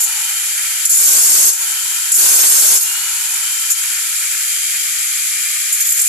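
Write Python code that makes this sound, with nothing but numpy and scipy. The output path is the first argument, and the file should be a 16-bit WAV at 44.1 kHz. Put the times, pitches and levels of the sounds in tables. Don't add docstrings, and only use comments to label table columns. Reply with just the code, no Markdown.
import sys
import numpy as np
from scipy import signal
from scipy.fft import rfft, irfft
from scipy.io import wavfile
from scipy.ndimage import uniform_filter1d, minimum_filter1d

SR = 44100
rng = np.random.default_rng(int(sys.argv[2]) if len(sys.argv) > 2 else 0)


def generate_wav(sig):
    pcm = np.round(np.clip(np.atleast_2d(sig).T, -1, 1) * 32767).astype(np.int16)
    wavfile.write(sys.argv[1], SR, pcm)


N = 268128
TIME = np.arange(N) / SR
HZ = np.maximum(np.arange(N // 2 + 1) * SR / N, 1)

# t/s, peak level/dB, rise/s, hold/s, decay/s, rumble level/dB,
# brightness/dB per octave
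KNOCKS = [(0.8524, 9, 0.0003, .0015, 0.0035, -42, -3), (0.862, -8.5, .001, .004, .03, -45, -5),
          (2.1175, 3.5, 0.0005, .003, 0.013, -28, -2), (2.814, -10, 0.01, .008, 0.018, -27, 4),
          (3.703, 0.5, 0.003, .014, 0.009, -20, -4), (5.729, -3, 0.007, 0.003, 0.012, -45, 2),
          (5.807, -3, 0.004, .002, .014, -45, -1), (5.9, -11, .012, .003, .008, -45, 0),
          (5.92, -2.5, 0.001, 0.002, 0.003, -45, 1), (5.997, -8, .008, .003, .004, -45, -1),
          (6.013, -3, 0.002, 0.005, 0.012, -45, 3)]


def from_db(db):
    return 10 ** (np.asarray(db) / 20)


def lagged(x, lag_s):
    r = np.exp(-1 / (lag_s * SR))
    return signal.lfilter([1 - r], [1, -r], x)


def in_time(rows):
    t, *columns = np.transpose(rows)
    return np.array([np.interp(TIME, t, column) for column in columns])


def colour(rows):
    f, *columns = np.transpose(rows)
    return from_db([np.interp(np.log(HZ), np.log(f), column) for column in columns])


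def low_pass(hz, order):
    return 1 / np.sqrt(1 + (HZ / hz) ** (2 * order))


def shape(white, gain):
    return irfft(rfft(white) * gain, N) * np.sqrt(SR / 2)


def drift(rate_hz):
    coarse = TIME[::8]
    spectrum = rfft(rng.standard_normal(len(coarse)))
    response = 1 / np.sqrt(1 + (HZ[:len(spectrum)] / rate_hz) ** 4)
    slow = irfft(spectrum * response, len(coarse))
    return np.interp(TIME, coarse, slow / slow.std())


def flutter(depth_db, rate_hz):
    gain = from_db(depth_db * drift(rate_hz))
    return gain / np.sqrt(np.mean(gain ** 2))


def stereo_noise(closeness):
    # f/Hz, correlation before scaling by closeness
    likeness_curve = [(60, 0.99), (700, 1), (1200, 0.56), (2400, 0.8), (3600, 0.022), (7000, 0.15),
                      (14000, 0.13)]
    f, alike = np.transpose(likeness_curve)
    alike = np.clip(closeness * np.interp(np.log(HZ), np.log(f), alike), -1, 1)
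    mid, side = rfft(rng.standard_normal((2, N)))
    mid = np.sqrt((1 + alike) / 2) * mid
    side = np.sqrt((1 - alike) / 2) * side
    return irfft(mid + side * [[1], [-1]], N)


def contact():
    # start t/s, end t/s, lean-in/s, release/s,
    # bite level/dB, rumble level/dB, brightness/dB per octave, drag on the rotor/turns per s
    passes = [(0, 0.049, .005, 0.01, -6, -22.5, 0.5, 1.1), (0.892, 1.489, .22, .024, 4, -1.5, -2, 42),
              (2.139, 2.759, .08, .019, 4, 1, 0.6, 118), (5.852, 6.08, .2, 0.017, -13, -50, 0.5, 14)]
    touch_share = 0.63
    idle_ring_db = -22
    ring_tail_db, ring_tail_s = -12, 0.051
    rumble_rise_s = 0.21

    touches, shaking, drag = [], 0, 0
    for start, end, lean_s, release_s, bite_db, rumble_db, tilt_db, drag_hz in passes:
        touching = (TIME >= start) * np.exp(-np.maximum(TIME - end, 0) / release_s)
        pressure = touching * np.clip((TIME - start) / lean_s, 0, 1)
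        strength = from_db(bite_db) * (touch_share * touching + (1 - touch_share) * pressure)
        touches.append((strength, tilt_db))
        swell = np.clip((TIME - start) / min(lean_s, rumble_rise_s), 0, 1)
        shaking = shaking + from_db(rumble_db) * touching * swell
        drag = drag + drag_hz * pressure
    for t, peak_db, rise_s, hold_s, decay_s, rumble_db, tilt_db in KNOCKS:
        rise = (np.minimum(TIME - t, 0) / rise_s) ** 2
        decay = np.maximum(TIME - t - hold_s, 0) / decay_s
        blow = np.exp(-rise - decay)
        touches.append((from_db(peak_db) * blow, tilt_db))
        shaking = shaking + from_db(rumble_db) * blow
    bite = from_db(idle_ring_db) + sum(strength for strength, _ in touches)
    edge_db = sum(strength * tilt_db for strength, tilt_db in touches) / bite
    bite = bite + from_db(ring_tail_db) * lagged(bite, ring_tail_s)
    return bite, edge_db, shaking, drag


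def grinding(bite, edge_db, lightness, shared, ring_db, bend_hz):
    # f/Hz, level/dB per Hz
    crunch = [(900, -69), (1500, -63.5), (2000, -66.5), (3200, -70), (5200, -66), (7200, -56), (9200, -55),
              (11000, -71), (12600, -77), (14000, -76)]
    # f/Hz, width/Hz, left level/dB per Hz,
    # right level/dB per Hz, change under a light touch/dB
    disc_modes = [(4546, 410, -54.5, -63, -7), (5000, 200, -54.5, -66, -7), (5300, 70, -48, -53.5, -9),
                  (5490, 170, -51.5, -57, -6), (5670, 200, -50, -58, -5), (5890, 100, -53, -62, -4),
                  (6300, 60, -41, -53, -3), (6395, 60, -44, -56, -2), (6480, 200, -44, -53, -4),
                  (6935, 70, -39, -52, 0), (7090, 130, -44, -51, 7), (7240, 160, -46, -58, 0),
                  (7430, 190, -40, -50, -2), (7700, 280, -44, -56, -2), (8340, 230, -43, -48, -3),
                  (8680, 100, -44, -47.5, -4), (9030, 70, -56, -57, -2), (9570, 200, -51, -49.5, 1),
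                  (10250, 300, -58, -53, 0), (10725, 210, -50, -38.5, 0), (11170, 450, -57, -48, -1),
                  (11720, 200, -55, -47, -2), (11855, 90, -44.5, -38.5, -1), (11925, 90, -44, -37.5, -3),
                  (12200, 250, -57, -55, 0), (12965, 170, -56, -51, 3), (13770, 120, -60, -58, 0)]
    judder_db, light_judder_db = .9, .7

    judder = flutter(judder_db + light_judder_db * lightness, rate_hz=56)
    force = bite * judder * flutter(depth_db=1.5, rate_hz=1100)
    crushing = force * np.minimum(bite, 1) * (1 - .5 * lightness)
    out = shape(crushing * stereo_noise(closeness=0.74), colour(crunch) * (1 - low_pass(780, order=3)))
    for hz, width_hz, left_db, right_db, light_db in disc_modes:
        r = np.exp(-np.pi * width_hz / SR)
        pole = r * np.exp(2j * np.pi * hz / SR)
        common, separate = rng.standard_normal(N), rng.standard_normal((2, N))
        grit = np.sqrt(shared) * common + np.sqrt(1 - shared) * separate
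        mode_db = ring_db + light_db * lightness + edge_db * np.log2(hz / 8000)
        strikes = force * grit * flutter(depth_db=2, rate_hz=20) * from_db(mode_db)
        bend = np.exp(2j * np.pi * np.cumsum(bend_hz * drift(7.03)) / SR)
        resonance = signal.lfilter([(1 - r) ** 2], [1, -2 * pole, pole ** 2], strikes)
        ring = 2 * np.real(bend * resonance)
        out += from_db([[left_db], [right_db]]) * np.sqrt(SR / 2) * ring
    return out


def stone(shaking):
    # f/Hz, level/dB per Hz
    stone_spectrum = [(30, -105), (70, -75), (105, -75.5), (160, -84), (220, -69.5), (300, -57), (600, -60),
                      (1100, -58), (1400, -63.5), (1520, -51), (1700, -61), (3000, -54.5)]
    tail_db, tail_s = -20, 0.16
    rumble = stereo_noise(closeness=0.1) * flutter(depth_db=1.8, rate_hz=20)
    strength = shaking + from_db(tail_db) * lagged(shaking, tail_s)
    return shape(strength * rumble, colour(stone_spectrum)[0])


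def bright_noise(bursts):
    band = signal.butter(3, [4500, 13000], "band", fs=SR, output="sos")
    return signal.sosfilt(band, bursts * stereo_noise(closeness=1.0)) * from_db(4)


def crackle(shaking):
    rate_per_s, level_db, decay_s = 120, -11.5, .0004
    tick_db = 3 * np.minimum(rng.exponential(1, N), 3)
    ticks = from_db(tick_db) * (rng.random(N) < rate_per_s / SR)
    bursts = signal.lfilter([1], [1, -np.exp(-1 / (decay_s * SR))], ticks + 1e-18)
    return from_db(level_db) * shaking * bright_noise(bursts)


def rotor_speed(drag):
    # t/s, speed/turns per s
    free_speed = [(0, 586), (.5, 587.7), (1.8, 587.8), (2.85, 587.5), (3.1, 590.4), (3.5, 590.2),
                  (4.2, 588.2), (4.5, 588.9), (4.8, 588.6), (5.4, 591.9), (6.08, 591)]
    start_sag_hz, inertia_s = 36.9, .434
    full_labour_sag_hz = 23.3
    sag = start_sag_hz * np.exp(-TIME / inertia_s) + lagged(drag, inertia_s)
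    return in_time(free_speed)[0] - sag, np.clip(sag / full_labour_sag_hz, 0, 1)


def tones(partials, hz, waver_db, jitter_hz, rasp_db):
    # f/Hz, half width/Hz, lift/dB
    housing = [(2800, 65, 8), (3095, 35, 4), (4400, 130, 3), (4715, 40, 2), (6330, 150, 7)]
    phase = 2 * np.pi * np.cumsum(hz + jitter_hz * drift(87)) / SR
    rasp = flutter(rasp_db, rate_hz=45)
    out = []
    for multiple, left_db, right_db in partials:
        multiple = round(multiple)
        start = rng.uniform(0, 2 * np.pi) + np.array([[0], [np.pi / 4]])
        housing_db = sum(lift_db / (1 + ((multiple * hz - centre) / half) ** 2)
                         for centre, half, lift_db in housing)
        level_db = housing_db + np.array([[left_db], [right_db]])
        gain = from_db(level_db) * flutter(waver_db, rate_hz=1.5)
        out.append(gain * rasp * np.sin(multiple * phase + start))
    return out


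def motor(speed, labour, turn, bite):
    # multiple of the speed, left level/dB, right level/dB
    hum_partials = [(1, -62.5, -64.5)]
    # t/s, level/dB
    hum_level = [(0, 2.5), (1.7, 8), (2.0, -1), (3.5, -1.5), (3.85, 0.5), (4.6, 2.5), (5.2, -2.5),
                 (6.08, 3)]
    # multiple of the speed, left level/dB, right level/dB
    fan_partials = [(4, -54, -53)]
    # harmonic of the gear tone, left level/dB, right level/dB
    whine_partials = [(2, -50, -35), (3, -33, -44), (4, -38, -46), (5, -42, -52)]
    # t/s, level/dB
    whine_level = [(0, 0), (4.0, 0), (4.22, -8), (4.52, 4), (4.9, 0), (6.08, -3)]
    gear_ratio = 2.704
    main_db, main_labour_db = 3, 1.5
    fan_turn_db = 5

    hum, = tones(hum_partials, speed, waver_db=1.2, jitter_hz=2.0, rasp_db=0)
    fan, = tones(fan_partials, speed, waver_db=1.5, jitter_hz=1.5, rasp_db=2)
    uneven_hz = 1.4 + 4 * labour
    main, *overtones = tones(whine_partials, gear_ratio * speed, waver_db=1.1, jitter_hz=uneven_hz, rasp_db=2.4)
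    whine = from_db(main_db + main_labour_db * labour) * main + sum(overtones)
    hum = from_db(in_time(hum_level)) * hum
    fan = from_db(fan_turn_db * turn) * fan
    whine = from_db(in_time(whine_level)) * whine
    return (hum + fan + whine) / (1 + bite)


def free_running(load, labour, turn, crossover_hz):
    # f/Hz, level with vents facing/dB per Hz, level with vents turned away/dB per Hz
    fan_spectra = [(141, -115, -112), (333, -86, -87.5), (530, -92.5, -94), (664, -93.5, -86),
                   (946, -69.5, -80), (1095, -71, -98), (1186, -74.5, -66), (1335, -59.5, -69.5),
                   (1430, -60.5, -65), (2090, -65, -59), (2488, -57, -54.5), (2520, -64.5, -63),
                   (3350, -54.5, -58)]
    # f/Hz, left level/dB per Hz, right level/dB per Hz
    hiss_spectra = [(3400, -67, -60), (4400, -60, -65), (5200, -59, -78), (6000, -57, -70),
                    (6500, -55, -65), (7300, -48, -63), (8400, -57, -60), (9300, -60, -60),
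                    (10400, -68, -55), (11100, -63, -49), (11600, -63, -55), (12100, -62, -58),
                    (13100, -70, -63), (14200, -71, -65)]
    air_db = 0.18 + 6.5 * load
    hiss_db = 0.95 + 6.5 * load - 0.44 * labour

    below = low_pass(crossover_hz, order=12)
    air = stereo_noise(closeness=1.0) * flutter(depth_db=0.95, rate_hz=13)
    facing, away = (shape(air, gain * below) for gain in colour(fan_spectra))
    dust = stereo_noise(closeness=0.11) * flutter(depth_db=0.8, rate_hz=530)
    hiss = shape(dust, colour(hiss_spectra) * np.sqrt(1 - below ** 2))
    return from_db(air_db) * ((1 - turn) * facing + turn * away) + from_db(hiss_db) * hiss


def vents(labour, hz, width_hz):
    hollow_db, labour_db = -81, 16.5
    fade_db_per_s = 1.96
    cavity = 1 / (1 + ((HZ - hz) / width_hz) ** 2) ** 2.44
    level_db = hollow_db + labour_db * labour - fade_db_per_s * TIME
    return from_db(level_db) * shape(stereo_noise(closeness=1.0), cavity)


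def low_noise():
    # f/Hz, level/dB per Hz
    low_spectrum = [(25, -97), (60, -103), (105, -95), (150, -114), (300, -130)]
    unevenness = flutter(depth_db=7, rate_hz=7)
    return shape(stereo_noise(closeness=0.87) * unevenness, colour(low_spectrum)[0])


def cracks():
    crack_db, crack_s = -18, .004
    burst = 0
    for t, peak_db, rise_s, *_ in KNOCKS:
        suddenness = min(1, .0013 / rise_s)
        decay = (TIME >= t) * np.exp(-np.abs(TIME - t) / crack_s)
        burst = burst + from_db(crack_db + peak_db) * suddenness * decay
    return bright_noise(burst)


def yard(x, sway_s):
    # left delay/s, right delay/s, level/dB
    echoes = [(.0043, .0047, -17), (.0091, .0082, -15), (.0164, .0181, -14)]
    out = x.copy()
    for left_s, right_s, level_db in echoes:
        sway = sway_s * drift(0.76)
        echo = [np.interp(TIME - delay_s - sway, TIME, channel, left=0)
                for delay_s, channel in zip((left_s, right_s), x)]
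        out += from_db(level_db) * np.array(echo)
    return out


def scene():
    # t/s, share turned away (0-1)
    turning = [(0, 0.2), (.6, 0.57), (1.65, 0.1), (2.9, 0), (4.0, 0.43), (4.6, 0.86), (5.8, 1),
               (6.08, 0.65)]
    heavy_drag_hz = 118
    firm_drag_hz, settle_s = 45.4, .08

    bite, edge_db, shaking, drag = contact()
    speed, labour = rotor_speed(drag)
    turn = np.clip(in_time(turning)[0], 0, 1)
    lightness = np.clip(1 - lagged(drag, settle_s) / firm_drag_hz, 0, 1)
    ringing = grinding(bite, edge_db, lightness, shared=0.25, ring_db=3.5, bend_hz=12)
    pressed = from_db(3.0) * (ringing + stone(shaking) + cracks() + crackle(shaking))
    tool = free_running(drag / heavy_drag_hz, labour, turn, crossover_hz=2710)
    tool = tool + vents(labour, hz=889, width_hz=205)
    outdoors = from_db(-1.5) * yard(tool + pressed, sway_s=.00005)
    left, right = outdoors + motor(speed, labour, turn, bite) + low_noise()
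    return np.array([np.roll(left, 1), right])


def gain_control(x, threshold_db, slope, release_db_per_s, attack_s):
    level_db = 10 * np.log10(uniform_filter1d(np.mean(x ** 2, axis=0), size=256) + 1e-12)
    excess_db = np.maximum(level_db - threshold_db, 0) * slope
    release_db = release_db_per_s * TIME
    held_db = np.maximum.accumulate(excess_db + release_db) - release_db
    return x * from_db(-lagged(held_db, attack_s))


def limiter(x, ceiling):
    allowed = ceiling / np.maximum(np.abs(x), ceiling)
    return x * uniform_filter1d(minimum_filter1d(allowed, size=64), size=48)


def record(dry):
    held = gain_control(dry, threshold_db=-13.5, slope=0.56, release_db_per_s=72, attack_s=0.0061)
    return irfft(rfft(limiter(held, ceiling=0.92)) * low_pass(14330, order=400), N)


dry = scene()
out = record(dry)
generate_wav(out)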